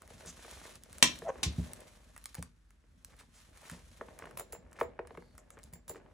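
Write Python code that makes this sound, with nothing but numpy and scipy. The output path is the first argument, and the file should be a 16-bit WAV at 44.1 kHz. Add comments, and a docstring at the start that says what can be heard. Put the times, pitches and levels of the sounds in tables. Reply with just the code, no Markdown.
"""Hands explore a small leather bag on a table in a quiet room, close to the microphone.
First fingers brush the cloth lining (filtered noise) among leather pops (buckling, falling pitch) and nail ticks.
From 1 s a fastener snaps twice (chatter and ringing modes), a finger squeaks (stick-slip), the bag bumps the table.
From 4 s the gripped leather pops and creaks hardest, and a metal zip pull jingles (dying partials).
Under it all lie a low jostling, the murmur of the room's air and a steady hum."""
import sys
import numpy as np
from scipy import signal
from scipy.fft import rfft, irfft
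from scipy.io import wavfile
from scipy.ndimage import uniform_filter1d

SR = 44100
rng = np.random.default_rng(int(sys.argv[2]) if len(sys.argv) > 2 else 0)


def persist_wave(psi):
    """Save psi, clipped to +-1, as 16-bit WAV."""
    counts = np.round(np.clip(psi, -1, 1) * 32767).astype(np.int16)
    wavfile.write(sys.argv[1], SR, np.atleast_2d(counts).T)


N = 270333
TIME = np.arange(N) / SR  # s

# effort of the fingers brushing the cloth lining: (time [s], level [dB])
BRUSHING_EFFORT = [(0, -69.5), (.13, -61), (.36, -59.5), (.53, -53.5), (.75, -58), (.8, -69.5),
                   (.98, -60.5), (1.1, -51), (1.38, -69.5), (1.62, -56.5), (1.88, -64.5), (2.1, -69),
                   (2.38, -65), (2.55, -82), (2.95, -80.5), (3.11, -69.5), (3.29, -74), (3.42, -63.5),
                   (3.5, -66.5), (3.7, -58), (3.8, -66.5), (3.93, -63), (4.5, -75), (4.95, -94),
                   (5.17, -73), (5.48, -79), (5.67, -71.5), (5.8, -92), (6.13, -82)]
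# effort of the grip rubbing the leather: (time [s], level [dB])
RUBBING_EFFORT = [(0, -67.5), (.28, -57.5), (.36, -68.5), (.49, -63), (.72, -60.5), (.82, -68.5),
                  (1.05, -59.5), (1.47, -58), (1.76, -60), (2.3, -79.5), (2.6, -100), (2.95, -84),
                  (3.22, -71.5), (3.3, -82), (3.65, -71), (3.98, -71.5), (4.04, -58.5), (4.29, -58.5),
                  (4.34, -60), (4.43, -62.5), (4.62, -67), (4.85, -58), (5.2, -67), (5.3, -71.5),
                  (5.5, -67), (5.6, -66.5), (5.77, -67.5), (5.84, -83), (5.91, -60.5), (5.97, -61),
                  (6.13, -65.5)]
# bending modes of the table: (frequency [Hz], relative level [dB], T60 [s])
TABLE_MODES = [(74, 0, 0.15), (181, -3, 0.26), (241, -2.5, 0.33), (292, -5, 0.28)]
# the bag's hollow body colours pops and creases: (frequency [Hz], relative level [dB])
PANEL_COLOUR = [(100, -1), (300, 0.5), (450, 2), (680, -7), (980, -1), (1500, -3.5), (2200, 2.5), (4000, 0)]
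# air and walls of the bag, ringing on after a pop: (frequency [Hz], relative level [dB], T60 [s])
HOLLOW_MODES = [(390, -4, 0.13), (453, -3, 0.12), (485, -1.5, 0.26), (587.7, -4, 0.048), (654, 3, 0.16),
                (745, -5, .1)]
# dull body of a nail tick or a zip pull's knock: (frequency [Hz], relative density [dB per Hz])
DULL_COLOUR = [(150, -24), (500, -6.5), (1200, -0.5), (2200, -0.5), (4000, -24.5), (9000, -47.5)]


def gain_of(db):
    """Level definition: decibels to amplitude ratio."""
    return 10 ** (np.asarray(db) / 20)


def evened(x):
    """Power normalization: scales a signal to rms 1."""
    return x / np.sqrt(np.mean(x ** 2) + 1e-20)


def read(points, hz):
    """Interpolation on a logarithmic frequency axis."""
    table_hz, value = np.transpose(points)
    return np.interp(np.log(hz + 1), np.log(table_hz + 1), value)


def level_at(curve, s):
    """Linear interpolation of a level curve at times s."""
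    return np.interp(s, *np.transpose(curve))


def add(mix, s, sound):
    """Superposition: mixes a sound in at time s."""
    part = mix[max(round(s * SR), 0):][:len(sound)]
    part += sound[:len(part)]


def colour(x, spectrum):
    """Minimum-phase filtering: the log spectrum fixes the phase of a causal response of unit energy."""
    hz = abs(np.fft.fftfreq(4096, 1 / SR))
    log_gain = np.log(gain_of(read(spectrum, hz)))
    minimum_phase = np.exp(np.conj(signal.hilbert(log_gain)))
    taps = np.fft.ifft(minimum_phase).real[:2048]
    return signal.oaconvolve(x, taps / np.linalg.norm(taps))[:len(x)]


def ring(x, modes):
    """Modal resonance: drives a set of exponentially dying sines of unit energy in all."""
    t = TIME[:SR // 2]
    response = sum(gain_of(db - 60 * t / t60) * np.sin(2 * np.pi * hz * t) for hz, db, t60 in modes)
    return signal.oaconvolve(x, response / np.linalg.norm(response))[:N]


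def chatter(length, steep=1):
    """Contact noise: two hard parts meet in a run of tiny, uneven contacts that dies away."""
    t = TIME[:SR // 10]
    fade = np.exp(-(t / max(length, 1 / SR)) ** steep)
    burst = rng.standard_normal(len(t)) * fade
    return burst * np.linalg.norm(fade) / np.linalg.norm(burst)


def grains(per_s, spread_db):
    """Shot noise: sparse catches of very uneven size, rms 1."""
    size = gain_of(spread_db * np.minimum(rng.exponential(1, N), 4))
    sign = rng.choice([-1, 1], N)
    return evened(size * sign * (rng.random(N) < per_s / SR))


def strays(curve, per_s, over_db):
    """Random arrivals: small contacts whose level follows a hand's effort; rows (time [s], level [dB])."""
    spread_db, resting_effort_db = 4, -91  # even resting fingers make a few small contacts
    chance, size = rng.random(N), rng.standard_normal(N)
    at = chance < per_s / SR
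    effort_db = np.maximum(level_at(curve, TIME[at]), resting_effort_db)
    return zip(TIME[at], effort_db + over_db + spread_db * np.clip(size[at], -2, 2))


def flex(hz, sag, rise, swell, steep):
    """Dispersion: fast bending waves arrive first, so the pitch falls. sag, rise and swell are in cycles."""
    cycles = hz * TIME[:SR // 15]
    envelope = (1 - np.exp(-cycles / rise)) * np.exp(-(cycles / swell) ** steep)
    return envelope * np.sin(2 * np.pi * sag * np.log1p(cycles / sag))


def ports(near, other=None):
    """Interaural coherence at two microphone ports; a second, unrelated signal makes the sound diffuse."""
    # likeness of diffuse sound at the ports: (frequency [Hz], coherence [1])
    likeness = [(80, 0.98), (300, 0.41), (1000, 0.46), (2500, 0.12), (4500, 0.079), (6200, 0.5), (7800, .9),
                (10000, 0.096), (12500, 0.99), (15500, 1)]
    # lead of the left port: (frequency [Hz], phase [rad])
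    port_phase = [(100, 0), (600, .2), (1500, .3), (4500, -.6), (7000, -.3), (8500, -.75), (10000, -1.6),
                  (11500, -2.6), (12500, -3.05), (15000, -3.0), (16000, -2.3)]
    hz, left = np.fft.rfftfreq(2 * N, 1 / SR), rfft(near, 2 * N)
    right = left
    if other is not None:
        same = np.clip(read(likeness, hz), -1, 1)
        right = same * left + np.sqrt(1 - same ** 2) * rfft(other, 2 * N)
    return irfft([left, right * np.exp(-1j * read(port_phase, hz))])[:, :N]


def room(x, wet_db):
    """Reverberation: direct sound plus a small room's tail, each band dying at its own speed."""
    # reverberation time: (frequency [Hz], T60 [s])
    decay_times = [(150, 0.42), (500, 0.24), (1500, 0.18), (4000, 0.27), (10000, 0.11), (16000, 0.1)]
    taps = rng.standard_normal((2, SR // 2)) * (rng.random((2, SR // 2)) < .15)  # sparse echoes
    taps *= np.clip(TIME[:SR // 2] / 0.0017, 0, 1) ** 2  # which build up over 1.7 ms
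    hz, t, bands = signal.stft(taps, SR, nperseg=256)
    decay = gain_of(-60 * t / read(decay_times, hz)[:, None])
    tails = signal.istft(bands * decay, SR)[1]
    echoes = (signal.oaconvolve(x, tail / np.linalg.norm(tail))[:N] for tail in tails)
    return ports(x) + gain_of(wet_db) * ports(*echoes)


def snaps():
    """Impact excitation: the fastener chatters shut, rings, and shakes the table a little."""
    # fastener closures: (time [s], relative level [dB], chatter decay [s])
    closures = [(1.026, -7.5, 0.0055), (1.4309, -23, 0.011)]
    # modes of the fastener: (frequency [Hz], relative level [dB], T60 [s])
    fastener_modes = [(1560, -16.5, 0.14), (2338, 1, 0.11), (2600, -1, 0.1), (2708, -3, .09),
                      (3157, -3.5, 0.1), (3286, -2, .14), (3543, 1, 0.11), (4007, 0, 0.075),
                      (5547, -3, .09), (6165, -2, .11), (6278, -6, .11), (6479, -2, .1), (7735, -4.5, 0.13),
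                      (8316, -3, 0.1)]
    # chatter: (frequency [Hz], relative density [dB per Hz])
    snap_colour = [(80, -28), (200, -11), (450, -13), (900, -12), (1300, -11), (1800, -13.5), (2500, -10),
                   (3600, -6.5), (4800, -10), (6000, -8.5), (8500, -11.5), (11000, -13.5), (13000, -12.5),
                   (16000, -23.5)]
    # snap as the folds scatter it: (frequency [Hz], relative density [dB per Hz])
    scatter_colour = [(700, -28.5), (1500, -16.5), (2400, -2), (4500, -2.5), (6500, -14), (16000, -32.5)]
    blows, strikes = np.zeros((2, N)), np.zeros(N)
    for s, db, length in closures:
        add(strikes, s, gain_of([db]))
        for path in blows:
            add(path, s, gain_of(db) * chatter(length, steep=1.8))
    crack = gain_of(-3.5) * colour(blows[0], snap_colour)
    ringing = gain_of(8) * ring(strikes, fastener_modes)
    shaking = gain_of(-4.0) * ring(strikes, TABLE_MODES[2:])
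    # the bag's folds send the upper middle unevenly to the ports
    scattered = gain_of(-9.0) * colour(blows[1], scatter_colour)
    return room(crack + ringing + shaking, wet_db=-4.0) + np.array([scattered, -scattered])


def pops():
    """Buckling instability: stiff leather gives way with a falling knock and a little grit."""
    # panel pops: (time [s], relative level [dB], starting pitch [Hz], length [cycles])
    panel_pops = [(0.019, -45, 2300, 6.3), (0.1044, -39, 1790, 12), (0.207, -44, 1580, 9.2),
                  (0.251, -42.5, 1304, 12), (0.393, -44, 2900, 5.3), (0.448, -41, 2100, 21),
                  (0.48, -40.5, 1460, 10), (0.501, -45, 2000, 8), (0.526, -43, 3020, 6.8),
                  (0.572, -45, 2420, 12), (0.615, -44, 2570, 12), (0.64, -46, 2730, 6.3),
                  (0.654, -35, 2780, 5.4), (0.679, -44, 1890, 10), (0.713, -51.5, 2000, 8),
                  (1.22, -32, 1950, 19), (1.359, -44, 1520, 7.8), (1.384, -43, 2500, 6.9),
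                  (1.402, -46, 1790, 7.2), (2.839, -56, 1484, 8.3), (3.134, -52.5, 1590, 7.3),
                  (3.211, -48, 2500, 7), (3.654, -41.5, 2610, 6.4), (4.011, -25, 2270, 18.4),
                  (4.085, -39, 2200, 12), (4.197, -41, 2410, 12), (4.2229, -30.5, 2890, 9),
                  (4.24, -36.5, 2890, 16), (4.255, -34, 2900, 10), (4.271, -37.5, 2540, 14),
                  (4.3095, -49, 2700, 11), (4.397, -35.5, 1740, 13.4), (4.407, -36, 1800, 13),
                  (4.529, -36.5, 1630, 16), (4.549, -37, 1540, 9.7), (4.562, -44.5, 1800, 14),
                  (4.664, -53, 2400, 8), (4.719, -48, 1500, 8), (4.8117, -10.5, 2106, 16.7),
                  (4.9909, -23, 1930, 18), (5.051, -45, 2050, 12), (5.107, -35.5, 1870, 16),
                  (5.15, -41.5, 2393, 13.3), (5.1735, -34.5, 2000, 25), (5.223, -49, 2200, 10),
                  (5.571, -45, 2390, 7.4), (5.578, -41.5, 3000, 11), (5.597, -47.5, 3000, 7),
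                  (5.756, -50, 1600, 9), (5.897, -33, 1680, 15), (5.912, -43, 1180, 12),
                  (5.958, -37.5, 1720, 17), (6.0, -48, 2430, 10), (6.061, -44.5, 2400, 6.2)]
    # grit: (frequency [Hz], relative density [dB per Hz])
    grit_colour = [(60, -15.5), (150, 4), (260, 7.5), (420, 10), (1800, 3), (2900, -6.5), (4000, -17.5),
                   (9000, -43.5), (16000, -27.5)]
    small_per_s, small_over_db, small_hz, small_cycles = 17, 3.5, 1970, 3  # short stray pops while rubbing
    grit_db, grit_follows = -25, 0.62  # grit of a 0 dB pop; dB of grit per dB of pop
    knock, grit = np.zeros((2, N))
    small = [(s, db, small_hz, small_cycles) for s, db in strays(RUBBING_EFFORT, small_per_s, small_over_db)]
    for s, db, hz, cycles in panel_pops + small:
        add(knock, s, gain_of(db) * flex(hz, sag=4.3, rise=1.5, swell=cycles, steep=4))
        # softer pops hold a larger share of grit, up to a limit
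        level_db = min(grit_db + grit_follows * db, db - 9.5)
        add(grit, s, gain_of(level_db) * chatter(0.0032))
    body = gain_of(-7.0) * colour(knock, PANEL_COLOUR) + gain_of(-35.0) * ring(knock, HOLLOW_MODES)
    return room(body + gain_of(2.0) * colour(grit, grit_colour), wet_db=-10.0)


def crunches():
    """Cascading buckling: squeezed leather gives way in tiny creases, each a miniature pop, over fine grit."""
    # squeezes: (time [s], length [s], relative level [dB], pitch of the creases [Hz])
    squeezes = [(0.48, 0.028, -64, 1670), (1.334, 0.18, -58.5, 940), (2.365, 0.031, -49, 1607),
                (3.08, 0.079, -61, 1700), (3.179, 0.067, -58.5, 1600), (3.523, 0.072, -62, 1920),
                (3.601, 0.1, -54.5, 1880), (3.703, 0.058, -51.5, 1880), (3.761, 0.055, -58.5, 1300),
                (4.171, 0.15, -55.5, 1090), (4.378, 0.048, -50.5, 1300), (4.526, 0.051, -64, 1195),
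                (4.746, 0.046, -56, 2304), (4.785, 0.029, -44.5, 1382), (5.9, 0.017, -52.5, 945),
                (5.932, 0.06, -53.5, 1030)]
    # grit of creasing leather: (frequency [Hz], relative density [dB per Hz])
    grit_colour = [(150, -36.5), (400, 12), (1000, 2.5), (2000, 5.5), (3500, -4.5), (7000, -7),
                   (11000, -9.5), (14000, -13)]
    creases_per_s, spread_db, spread_oct = 220, 10, .8
    squeeze, creases = np.zeros((2, N))
    for s, length, db, hz in squeezes:
        add(squeeze, s, gain_of(db) * signal.windows.tukey(int(length * SR), .6))
        chance = rng.uniform(-1.3, 1, size=(100, 4))
        for at, (late, size, pitch, side) in zip(np.arange(0, length, 1 / creases_per_s), chance):
            strength = np.sqrt(np.sin(np.pi * at / length)) * gain_of(db + spread_db * size)
            crease = flex(hz * 2 ** (spread_oct * pitch), sag=4.3, rise=.8, swell=3.5, steep=2)
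            add(creases, s + at + late / creases_per_s, np.sign(side) * strength * crease)
    grit = colour(squeeze * grains(per_s=1500, spread_db=3), grit_colour)
    body = gain_of(2) * colour(creases, PANEL_COLOUR) + gain_of(-24) * ring(creases, HOLLOW_MODES)
    return room(body + gain_of(-8.5) * grit, wet_db=-9)


def jingles():
    """Modal detuning: the zip pull scrapes and knocks; the grip shifts its partials at every contact."""
    # the pull knocks on its ring: (time [s], relative level [dB], dull knock against the bag re level [dB],
    # ringing that the fingers leave undamped re level [dB])
    tugs = [(4.372, -23.5, -5.5, -17), (4.386, -29, -10, -8), (4.395, -22, -19, -5.5), (4.414, -41, -5, -5),
            (4.523, -26, -9, -8), (4.529, -31, -3, 0), (4.796, -46, 1, 0), (4.8, -34, -4, -7),
            (4.811, -32, -5, -9), (4.828, -37, -3, -4), (5.726, -43, -8, -14), (5.7345, -29, -13.5, -5),
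            (5.879, -30.5, -12, -11), (5.886, -34.5, -8, -6), (5.894, -24.5, -20.5, 2.5),
            (5.911, -41, -7, -2)]
    # modes of the pull: (frequency [Hz], relative level [dB], T60 [s])
    pull_modes = [(7270, 8, 0.16), (7180, 5, 0.13), (9950, 6, 0.06), (10400, 7, .035), (11600, 7, 0.03),
                  (15560, 15, 0.11), (15350, 10, .05)]
    # scrape: (frequency [Hz], relative density [dB per Hz])
    rattle_colour = [(800, -5), (2500, -11.5), (4000, -5.5), (7000, -3.5), (8500, -2), (10000, 1.5),
                     (11700, 13), (13500, 0), (15500, 4.5), (16300, -17)]
    rattle, knock, singing = np.zeros((3, N))
    t = TIME[:SR // 4]
    onset = np.minimum(TIME[:SR // 10] / 0.0033, 1)  # each contact has a soft onset of 3.3 ms
    hz, mode_db, t60 = np.transpose(pull_modes)[:, :, None]
    shifts = rng.standard_normal((len(tugs), 2, len(pull_modes), 1))
    for (s, db, knock_db, ring_db), (grip, force) in zip(tugs, shifts):
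        add(rattle, s, gain_of(db) * onset * chatter(0.0032, steep=1.5))
        add(knock, s, gain_of(db + knock_db) * onset * chatter(0.0022, steep=3.7))
        envelope = gain_of(mode_db + 2 * force - 60 * t / t60)
        partials = envelope * np.sin(2 * np.pi * hz * (1 + .006 * grip) * t)
        add(singing, s, gain_of(db + ring_db) * partials.sum(0))
    metal = gain_of(-6.0) * colour(rattle, rattle_colour) + gain_of(-34) * singing
    return room(metal + gain_of(-3.5) * colour(knock, DULL_COLOUR), wet_db=-4.0)


def bumps():
    """Momentum transfer: soft low double blows with a dull scuff, which leave the table humming."""
    # the bag meets the table: (time [s], relative level [dB], starting pitch [Hz])
    landings = [(0.271, -49, 392), (1.218, -48.5, 363), (1.461, -29, 215), (1.582, -27, 255.4),
                (2.383, -37.5, 263.3), (3.716, -44, 310), (5.175, -50, 397), (5.728, -48.5, 266)]
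    rock_s, rock_db = 0.01203, -4.5  # the bag rocks onto its other edge just after it lands
    # scuff: (frequency [Hz], relative density [dB per Hz])
    scuff_colour = [(60, -32), (280, 7.0), (450, -8.0), (1200, -29.5)]
    push, scuff = np.zeros((2, N))
    for s, db, hz in landings:
        blow = gain_of(db) * flex(hz, sag=1.5, rise=1, swell=3.1, steep=3)
        add(push, s, blow)
        add(push, s + rock_s, gain_of(rock_db) * blow)
        add(scuff, s, gain_of(db) * chatter(0.024))
    thud = gain_of(4.5) * push + gain_of(-13.5) * colour(scuff, scuff_colour)
    return room(thud + gain_of(-14.5) * ring(push, TABLE_MODES), wet_db=-15.0)


def ticks():
    """Hard contact: a nail on zip teeth or trim gives a bright edge and a duller body beneath it."""
    # nail clicks: (time [s], relative level [dB], body re edge before colouring [dB])
    clicks = [(0.02, -44, -32.5), (0.077, -48, -11), (0.261, -40.5, -22), (0.512, -38, -29),
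              (0.756, -41.5, -32), (0.836, -41, -32), (0.9291, -40.5, -13), (0.983, -37, -14),
              (1.189, -38, -36), (1.734, -33, -23), (1.805, -43.5, -19.5), (2.034, -59, -10),
              (2.164, -44.5, -4), (2.178, -42, -12.5), (2.241, -40.5, -28.5), (2.257, -29, -18),
              (2.3452, -36.5, -15), (2.3516, -32.5, -12.5), (2.392, -48, -23.5), (2.426, -31.5, -12),
              (2.706, -54, -9), (3.047, -36.5, -23), (3.166, -56, -15.5), (3.574, -48.5, -12),
              (3.617, -50, -7), (3.681, -46, -9), (3.698, -37, -5.5), (3.714, -41, -6.5),
              (4.1895, -38, -12), (4.256, -49.5, -6), (4.3107, -47.5, -1), (4.714, -55, -15),
              (4.73, -46.5, -11.5), (4.993, -65, -16), (5.0722, -46, -5), (5.1738, -51, 2),
              (5.223, -61.5, 1), (5.352, -56.5, -5), (5.3797, -42.5, -9.5), (5.5045, -42.5, -10.5),
              (5.589, -50.5, -6.5), (5.632, -44, -29), (5.638, -41, -36)]
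    # edge: (frequency [Hz], relative density [dB per Hz])
    edge_colour = [(800, -25), (2500, -7.5), (4000, -4), (8000, 1.5), (11000, 2.5), (13000, 9),
                   (16000, -11.5)]
    chatter_s = .0014  # decay of a nail's chatter on the metal
    small_per_s, small_over_db, small_body_db = 3.7, 4, -7.5  # stray ticks while brushing
    edge, body = np.zeros((2, N))
    small = [(s, db, small_body_db) for s, db in strays(BRUSHING_EFFORT, small_per_s, small_over_db)]
    for s, db, body_db in clicks + small:
        add(edge, s, gain_of(db) * chatter(chatter_s))
        add(body, s, gain_of(db + body_db) * chatter(2 * chatter_s))
    bright = gain_of(-1.0) * colour(edge, edge_colour)
    return room(bright + gain_of(2.0) * colour(body, DULL_COLOUR), wet_db=-10.5)


def squeak():
    """Stick-slip: a nearly pure squeak turns to an uneven rasp as the finger presses harder."""
    # leather under a finger: (time [s], relative level [dB], pitch [Hz])
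    slip_path = [(1.246, -56, 640), (1.259, -42, 660), (1.276, -39, 690), (1.284, -38, 630),
                 (1.292, -35, 560), (1.304, -35.5, 540), (1.311, -50, 440)]
    # overtones of a harsh slip: (multiple [1], relative level [dB])
    harsh_overtones = [(2, -9), (3, -11), (4, -22), (5, -25)]
    # rasp: (frequency [Hz], relative density [dB per Hz])
    rasp_colour = [(200, -46), (420, -22), (750, 34), (1050, 23), (1400, -20), (1800, 7), (2500, -25),
                   (3100, -5), (4500, -22), (9000, -35)]
    fully_harsh_db = -33.5  # harshness grows with amplitude up to this path level
    s, db, hz = np.transpose(slip_path)
    jitter = evened(uniform_filter1d(rng.standard_normal(N), 40))
    level = gain_of(np.interp(TIME, s, db)) * (TIME > s[0]) * (TIME < s[-1])
    harsh = np.minimum(level / gain_of(fully_harsh_db), 1)
    turns = np.cumsum(np.interp(TIME, s, hz) * (1 + .17 * harsh * jitter)) / SR
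    tone = np.sin(2 * np.pi * turns)
    overtones = sum(gain_of(db) * np.sin(2 * np.pi * k * turns) for k, db in harsh_overtones)
    slips = np.diff(np.floor(turns), prepend=0) * (1 + .7 * rng.standard_normal(N))  # one pulse a cycle
    rasp = gain_of(-3) * harsh * evened(colour(slips, rasp_colour))
    catches = 1 + .35 * np.cos(2 * np.pi * turns / 6)  # the strength swells once in six cycles
    return room((np.sqrt(2) * (tone + harsh ** 2 * overtones) + rasp) * catches * level, wet_db=-13.5)


def friction(spectrum, per_s, spread_db, grain_db, flutter_db):
    """Sliding friction: a smooth hiss and small catches, both under an unsteady pressure; rms 1."""
    # the hands start right under the microphone: (time [s], share of direct sound in the hiss's power [1])
    nearness = [(.7, 0.56), (1.2, 0.2), (3, 0.052)]
    catches = gain_of(grain_db) * grains(per_s, spread_db)
    pressure = gain_of(flutter_db * evened(uniform_filter1d(rng.standard_normal(N), 700)))
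    direct, *diffuse = (colour(pressure * noise, spectrum) for noise in rng.standard_normal((3, N)))
    near = np.clip(level_at(nearness, TIME), 0, 1)
    hiss = np.sqrt(near) * ports(direct) + np.sqrt(1 - near) * ports(*diffuse)
    return evened(hiss + room(colour(pressure * catches, spectrum), wet_db=-1.5))


def hands():
    """Friction noise grows with effort: fingers brush the lining, the grip rubs and jostles the bag."""
    # cloth lining: (frequency [Hz], relative density [dB per Hz])
    lining_colour = [(300, -20.5), (1200, 3), (2500, 0), (4000, -0.5), (5000, -3.5), (6300, -1),
                     (8500, -4.5), (12000, 0.5), (15500, -16.5), (16500, -27.5)]
    # rubbed leather: (frequency [Hz], relative density [dB per Hz])
    leather_colour = [(120, -9.5), (300, -2.5), (550, 5), (1100, -9.5), (2000, -10.5), (3500, -26),
                      (8000, -51.5)]
    # jostled bag: (frequency [Hz], relative density [dB per Hz])
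    rumble_colour = [(25, -17), (60, 8.5), (100, 0), (180, -4.5), (250, -3), (400, -24), (1000, -55.5)]
    ordinary_grip_db, ordinary_rumble_db = -64.5, -61.5  # rubbing level and the jostling that goes with it
    rumble_follows = .4  # dB of jostling gained per dB of rubbing
    lining_db, leather_db = level_at(BRUSHING_EFFORT, TIME), level_at(RUBBING_EFFORT, TIME)
    rumble_db = ordinary_rumble_db + rumble_follows * (leather_db - ordinary_grip_db)
    brushing = friction(lining_colour, per_s=700, spread_db=4, grain_db=-2.5, flutter_db=2)
    rubbing = friction(leather_colour, per_s=260, spread_db=3.5, grain_db=3.5, flutter_db=2.5)
    jostling = friction(rumble_colour, per_s=62, spread_db=1.5, grain_db=-10.0, flutter_db=4.5)
    return gain_of(lining_db) * brushing + gain_of(leather_db) * rubbing + gain_of(rumble_db) * jostling


def hisses():
    """Band-shaped noise: brief hisses of sliding cloth, squeaking leather and the ringing zip pull."""
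    # short hisses around a centre frequency: (time [s], length [s], relative level [dB],
    # centre of the hiss [Hz], centre re the rest of the band [dB])
    hiss_bursts = [(0.256, 0.064, -49, 6500, 10.5), (1.279, 0.024, -57.5, 6400, 27),
                   (3.181, 0.037, -57, 6030, -3.5), (3.328, 0.082, -62.5, 6440, 5),
                   (3.667, 0.13, -62, 6500, 3.5), (5.152, 0.23, -80, 4460, 31),
                   (5.369, 0.044, -66, 7350, 19.5), (5.496, 0.069, -70.5, 7350, 23)]
    out = np.zeros(N)
    for s, length, db, hz, focus_db in hiss_bursts:
        band = [(hz / 8, -focus_db), (hz / 1.5, -focus_db), (hz, 0), (hz * 1.4, -focus_db),
                (14500, -focus_db - 1), (16500, -focus_db - 20)]
        hiss = colour(rng.standard_normal(SR // 4), band)
        samples = int(length * SR)
        add(out, s, gain_of(db) * np.resize(hiss, samples) * signal.windows.tukey(samples, .7))
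    return room(out, wet_db=-8.0)


def room_tone():
    """Diffuse field: the low steady murmur of the room's air, and a pure hum."""
    # murmur: (frequency [Hz], relative density [dB per Hz])
    air_colour = [(15, -39), (25, -7), (72, -3.5), (145, -19.5), (249, -19), (363, -25), (659, -34),
                  (1040, -32), (1560, -29), (2990, -39), (11600, -46.5), (13200, -59), (16000, -58.5)]
    air_db, hum_hz, hum_db = -68, 47.1, -66  # rms levels ahead of the recorder
    air = evened(ports(*(colour(noise, air_colour) for noise in rng.standard_normal((2, N)))))
    hum = np.sqrt(2) * np.sin(2 * np.pi * hum_hz * TIME)
    return gain_of(air_db) * air + gain_of(hum_db) * hum


def scene():
    """Superposition of all sounds of the bag over the room tone."""
    blows = snaps() + bumps() + pops() + ticks() + jingles()
    return blows + squeak() + crunches() + hands() + hisses() + room_tone()


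def record(dry):
    """Band limiting: the recorder's bass cut at 42 Hz and treble edge at 16.6 kHz."""
    cut = signal.sosfilt(signal.butter(4, 42, "highpass", fs=SR, output="sos"), dry)
    treble_edge = signal.firwin(511, 16600, window=("kaiser", 9), fs=SR)
    return signal.oaconvolve(cut, treble_edge[None], "same")


dry = scene()
out = record(dry)
persist_wave(out)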